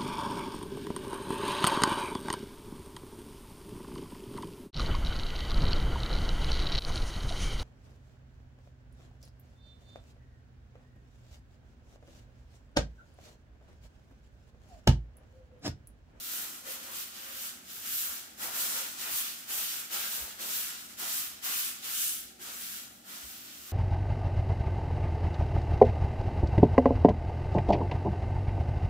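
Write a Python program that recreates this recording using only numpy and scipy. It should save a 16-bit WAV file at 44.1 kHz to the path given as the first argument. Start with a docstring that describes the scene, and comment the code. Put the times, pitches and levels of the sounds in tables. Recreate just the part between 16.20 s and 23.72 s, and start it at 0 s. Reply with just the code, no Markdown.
"""Sweeping a tiled floor

A soft grass broom sweeps a hard-walled room, a few metres away. Its fibres catch and slip in
countless tiny clicks: each stroke lands with a low rasp, rubs along the tile and ends in a bright
hiss of flicking tips. Air moves and an appliance hums faintly. Now and then the broom brushes
hollow furniture, which rings, and a bare heel thuds on the floor."""
import sys
import numpy as np
from scipy import signal
from scipy.fft import rfft, irfft
from scipy.io import wavfile
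from scipy.ndimage import uniform_filter1d, map_coordinates

SR = 44100
rng = np.random.default_rng(int(sys.argv[2]) if len(sys.argv) > 2 else 0)


def log_audio(samples):
    """Write samples as a 16-bit WAV file to the path given in sys.argv[1]."""
    # one column per channel
    frames = np.atleast_2d(samples).T
    # limit to full scale, then quantise
    limited = np.clip(frames, -1, 1)
    pcm = np.round(limited * 32767).astype(np.int16)
    wavfile.write(sys.argv[1], SR, pcm)


N = 331632
TIME = np.arange(N) / SR
FREQS = np.fft.rfftfreq(N, 1 / SR)


def undb(db):
    """Turn decibels into a number to multiply by."""
    return 10 ** (np.asarray(db) / 20)


def unit(x):
    """Scale a signal to an average (rms) size of 1."""
    return x / np.sqrt(np.mean(x ** 2))


def response(points):
    """Join (pitch_hz, level_db) points into a gain for every frequency."""
    hz, db = np.transpose(points)
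    return undb(np.interp(np.log(FREQS + 1), np.log(hz), db))


def colour(x, points):
    """Give x a tone colour, at an average size of 1."""
    return unit(irfft(rfft(x) * response(points), N))


def wander(rate_hz):
    """A smooth random drift, about 1 in size."""
    step = max(int(SR / rate_hz), 1)
    held = rng.standard_normal(N)[np.arange(N) // step]
    return unit(uniform_filter1d(held, step))


def swell(t, width_s):
    """A smooth rise and fall around t = 0."""
    return np.exp(-(t / width_s) ** 2)


def diffuse(pair, lag_s=0.000385, blur_hz=477):
    """Walls send sound in from all sides: left and right agree in the bass and differ in the treble."""
    likeness = .93 * np.cos(2 * np.pi * FREQS * lag_s) / (1 + (FREQS / blur_hz) ** 4) ** .25
    mid = irfft(rfft(pair[0]) * np.sqrt(1 + likeness), N)
    side = irfft(rfft(pair[1]) * np.sqrt(1 - likeness), N)
    return np.array([mid + side, mid - side])


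def slips(per_s, spread_db):
    """Fibres catch and let go: a crowd of tiny clicks, some larger than the rest."""
    happens = rng.random((2, N)) < per_s / SR
    size = undb(spread_db * np.minimum(rng.exponential(size=(2, N)), 6))
    return unit(diffuse(happens * size * rng.standard_normal((2, N))))


def bend(x, ratio):
    """Bending stalks stiffen and slacken, so their pitch shifts by this ratio."""
    return np.array([map_coordinates(side, [np.cumsum(ratio)], mode="mirror") for side in x])


# Broom strokes. Press and flick times count from the landing; stiffer stalks rasp higher.
# start_s, attack_s, hold_s, level_db, press_at_s, press_width_s, press_db,
# flick_at_s, flick_width_s, flick_db, rasp_pitch_ratio
STROKES = [(-0.047, 0.04, 0.4, -8.8, 0.26, 0.13, 10, 0.21, 0.15, 13, 1.2),
           (0.421, 0.052, 0.2, -8.4, 0.071, 0.15, 10.5, 0.1, 0.047, 8.5, 1.15),
           (0.612, 0.022, 0.28, -9, 0.12, 0.11, 11, 0.18, 0.072, 10.5, 1.25),
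           (0.9, 0.067, 0.37, -8.0, 0.24, 0.28, 5.5, 0.34, 0.11, 7.5, 1.3),
           (1.423, 0.084, 0.24, -13.6, 0.17, 0.11, 8.5, 0.16, 0.14, 11.0, 1.14),
           (1.596, 0.071, 0.38, -8.0, 0.28, 0.14, 8.5, 0.2, 0.18, 14.5, 1.3),
           (2.159, 0.079, 0.085, -4, 0.15, 0.19, 15.5, 0.094, 0.096, 7.5, 0.97),
           (2.288, 0.075, 0.31, 2, 0.28, 0.25, 6, 0.13, 0.046, 3.5, 1.03),
           (2.757, 0.049, 0.34, -2, 0.12, 0.071, 12, 0.22, 0.089, 8.5, 1.05),
           (3.263, 0.046, 0.32, -2.5, 0.078, 0.13, 8, 0.14, 0.16, 6.5, 1.12),
           (3.694, 0.044, 0.15, 2.15, 0.018, 0.13, 7.5, 0.0098, 0.05, 2.5, 0.9),
           (3.872, 0.049, 0.27, -11, 0.14, 0.12, 14, 0.083, 0.13, 15.5, 0.9),
           (4.17, 0.044, 0.32, -1, 0.036, 0.12, 8, 0.21, 0.088, 6, 1.07),
           (4.676, 0.028, 0.02, -16.5, 0.01, 0.04, -2, 0.06, 0.055, 5, 1.2),
           (4.765, 0.04, 0.16, 0.9, 0.08, 0.055, 8.5, 0.26, 0.095, 8, 1),
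           (5.214, 0.039, 0.16, 2, 0.091, 0.092, 8.5, 0.25, 0.1, 7.5, 1.55),
           (5.604, 0.043, 0.22, -3.5, 0.087, 0.067, 8, 0.31, 0.2, 15, 1.5),
           (6.183, 0.04, 0.4, -8.5, 0.11, 0.1, 10.5, 0.29, 0.27, 7, 1.26),
           (6.831, 0.068, 0.63, -11, 0.1, 0.13, 8.5, 0.15, 0.27, 5, 1.13),
           (7.443, 0.036, 0.11, -13.0, 0.066, 0.09, 4, 0.06, 0.09, 4.5, 1.33)]


def stroke_db(base_db, contact_share, press_share=0, flick_share=0, lift_db_per_s=55):
    """Loudness as the broom lands, presses, flicks and lifts; the shares say how much each counts."""
    power = 1e-12
    for start_s, attack_s, hold_s, level_db, *gesture, _ in STROKES:
        press_at_s, press_width_s, press_db, flick_at_s, flick_width_s, flick_db = gesture
        age = TIME - start_s
        on = (age > 0) & (age < 1.5)
        age = age[on]
        landing = 20 * np.log10(np.minimum(age / attack_s, 1))
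        lift = lift_db_per_s * np.maximum(age - hold_s, 0)  # the fibres peel off the tile
        contact = contact_share * (level_db + landing - lift)
        press = press_share * press_db * swell(age - press_at_s, press_width_s)
        flick = flick_share * flick_db * swell(age - flick_at_s, flick_width_s)
        gain = np.zeros(N)
        gain[on] = undb(base_db + contact + press + flick)
        power = power + gain ** 2
    return 10 * np.log10(power)


# Tone of the rasping stalks: pitch_hz, level_db
RASP_TONE = [(80, -40), (160, -8), (300, -3), (430, -2), (620, 0.5), (800, 3.2), (1000, 3.5), (1300, 1),
             (2200, -17), (4000, -24)]


def rasp():
    """Pressed stalks rasp low; each stroke keeps its own pitch until the next one lands."""
    strokes = np.array(STROKES)
    latest = np.maximum(np.searchsorted(strokes[:, 0], TIME) - 1, 0)
    pitch_ratio = strokes[latest, -1]
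    level_db = stroke_db(base_db=-58, contact_share=0.9, press_share=1.0367)
    scrape = colour(slips(per_s=6000, spread_db=0.5), RASP_TONE)
    return bend(scrape, pitch_ratio) * undb(level_db)


# Tone of the rubbing stalks: pitch_hz, level_db
RUB_TONE = [(600, -40), (1000, -9.5), (1350, 2.5), (1750, 0.5), (2150, -2), (2900, -5), (4500, -13)]


def rub():
    """Stalks rub along the tile, a little louder in both the press and the flick."""
    level_db = stroke_db(base_db=-47, contact_share=0.85, press_share=0.33, flick_share=0.2373)
    friction = colour(slips(per_s=16000, spread_db=0.5), RUB_TONE)
    return bend(friction, 1 + .015 * wander(8)) * undb(level_db)


# Tone of the swishing fibres: pitch_hz, level_db
SWISH_TONE = [(1500, -30), (2300, -7.5), (2900, -1.04), (3600, -1), (4700, -2), (6000, -1.5), (8000, -2),
              (12000, -14)]


def swish():
    """Sliding fibres swish, swelling with the flick."""
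    level_db = stroke_db(base_db=-40, contact_share=1, flick_share=0.5961)
    friction = colour(slips(per_s=20000, spread_db=0.8), SWISH_TONE)
    return bend(friction, 1 + .015 * wander(8)) * undb(level_db)


# Tone of the flicking tips: pitch_hz, level_db
TIPS_TONE = [(3500, -35), (5000, -13.5), (6300, -5), (7800, -2.5), (8700, -2.5), (11300, 0), (12500, 1.5),
             (13700, 3.5), (15500, 0)]
# Boost of the highest sizzle over the hiss below it: time_s, boost_db
SIZZLE_BOOST = [(0, 1), (1.8, 2.5), (2.9, 0), (3.4, 1.5), (4.4, 1), (5.0, 0.5), (5.28, 2), (5.5, -1.5),
                (5.85, -2.5), (6.4, -1), (7.5, 4)]


def tips(sizzle_hz=11300):
    """Flicking tips hiss brightly; a faster stroke sets more of them slipping each second."""
    level_db = stroke_db(base_db=-37, contact_share=1.33, flick_share=1.1048)
    speed = undb(.2 * (level_db - level_db.max()))
    clicks = slips(per_s=40000 * speed, spread_db=2.2) / np.sqrt(speed)  # kept evenly loud
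    hiss = colour(clicks, TIPS_TONE)
    sizzle = irfft(rfft(hiss) / (1 + (sizzle_hz / np.maximum(FREQS, 1000)) ** 20), N)
    boost_db = np.interp(TIME, *np.transpose(SIZZLE_BOOST))
    hiss = sizzle * undb(boost_db / 2) + (hiss - sizzle) * undb(-boost_db / 2)
    return hiss * undb(level_db)


def fan_out(x, depth_db, rate_hz):
    """The fibres bend and fan out, so each octave swells and fades a little on its own."""
    octave = np.log2(np.clip(FREQS, 250, 16000) / 250)
    spectrum, out = rfft(x), 0
    for k in range(7):
        band = np.maximum(1 - np.abs(octave - k), 0)
        out = out + irfft(spectrum * band, N) * undb(depth_db * wander(rate_hz))
    return out


def broom():
    """The whole bundle sounds together and flutters over the uneven tile."""
    bundle = tips() + swish() + rub() + rasp()
    flutter = undb(0.33 * wander(45))
    return fan_out(bundle, depth_db=0.88, rate_hz=15) * flutter


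# Tone of the echo, strongest in the middle: pitch_hz, level_db
WALL_TONE = [(150, -1), (500, 2), (1600, 2), (2800, -3), (6000, -5.5), (15000, -34)]


def room(x, ring_s, turns_per_s):
    """Tile and bare walls ring briefly; two echo patterns trade places as the broom travels."""
    turn, out = 2 * np.pi * turns_per_s * TIME, 0
    for share in (np.cos(turn), np.sin(turn)):
        tail = diffuse(rng.standard_normal((2, N))) * undb(-60 * TIME / ring_s)
        tail = unit(tail) / np.sqrt(N)
        dull_tail = irfft(rfft(tail) * response(WALL_TONE), N)[:, :SR // 2]
        out = out + signal.fftconvolve(x * share, dull_tail, axes=1)[:, :N]
    return out


# Tone of the room's air: pitch_hz, level_db
AIR_TONE = [(25, -27), (42, -50), (60, 1.5), (85, 2), (140, -4.5), (190, 4.5), (250, 4.5), (330, 1),
            (450, -5.5), (800, 2), (1400, -45), (3000, -20), (8000, -12.5), (15000, -17)]


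def air(level_db):
    """Moving air makes a soft, steady rush."""
    return colour(diffuse(rng.standard_normal((2, N))), AIR_TONE) * undb(level_db)


# Notes in the appliance's hum: pitch_hz, level_db
HUM_NOTES = [(60, -80), (117, -79), (198, -77), (238, -71.5), (294, -73.5), (367, -78), (815, -102)]


def hum():
    """A motor hums several notes, each a little unsteady in loudness and pitch."""
    out = np.zeros(N)
    for pitch_hz, level_db in HUM_NOTES:
        gain = undb(level_db + 2.45 * wander(5))
        out += gain * unit(np.sin(2 * np.pi * pitch_hz * TIME + 1.3 * wander(9)))
    return out


# Notes a hollow panel rings at: pitch_ratio, width_hz, level_db
PANEL_NOTES = [(1, 24, 6), (2.8, 50, -23), (3.72, 45, -5.5)]
# The broom brushes furniture: middle_s, length_s, lowest_pitch_hz, level_db
FURNITURE_TOUCHES = [(0.495, 0.085, 530, -54.5), (0.66, 0.28, 526, -63.5), (1.127, 0.39, 534, -66),
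                     (2.58, 0.19, 533, -59), (6.22, 0.069, 363, -60.5)]


def furniture(boost_db):
    """Fibres dragged over a hollow panel keep it ringing evenly while each touch swells and fades."""
    out = np.zeros((2, N))
    for middle_s, length_s, lowest_hz, level_db in FURNITURE_TOUCHES:
        panel = sum(undb(note_db) / (1 + 1j * (FREQS - ratio * lowest_hz) / width_hz) ** 2
                    for ratio, width_hz, note_db in PANEL_NOTES)
        friction = diffuse(rng.standard_normal((2, N)))
        ring = irfft(rfft(friction) * panel, N)
        strength = np.sqrt(uniform_filter1d(np.mean(ring ** 2, axis=0), size=2000))
        out += ring / strength * undb(level_db + boost_db) * swell(TIME - middle_s, length_s / 2)
    return out


# Bare heels on the floor: middle_s, level_db
HEEL_THUDS = [(1.91, -58), (2.945, -61), (4.03, -49.5), (7.06, -53)]


def heels(floor_hz, push_s):
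    """A soft heel pushes on the floor, which swings a few times."""
    out = np.zeros(N)
    for middle_s, level_db in HEEL_THUDS:
        t = TIME - middle_s
        out += undb(level_db) * np.sin(2 * np.pi * floor_hz * t) * swell(t, push_s)
    return out


def scene():
    """The broom and its echo, furniture and feet, over the room's air and hum."""
    sweep = broom()
    echo = undb(-6.5) * room(sweep, ring_s=0.19, turns_per_s=0.4486)
    bumps = furniture(boost_db=3.5) + heels(floor_hz=62.3, push_s=0.023)
    return sweep + echo + bumps + air(level_db=-60.5) + hum()


# How the two microphone openings differ in tone: pitch_hz, left_minus_right_db
MIC_BALANCE = [(100, -2.5), (300, -1), (1200, -1), (2600, 0), (4500, -1.4), (7000, 0), (7900, -0.5),
               (8600, -2), (10000, 6.5), (11300, -7.5), (12400, 7.5), (13100, -6), (15000, 7)]


def record(dry):
    """Each microphone opening colours the sound its own way; the highest treble is cut steeply."""
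    top_hz = 15600
    tilt = np.sqrt(response(MIC_BALANCE))
    treble_cut = 1 / np.sqrt(1 + (FREQS / top_hz) ** 600)
    return irfft(rfft(dry) * np.array([tilt, 1 / tilt]) * treble_cut, N)


dry = scene()
out = record(dry)
log_audio(out)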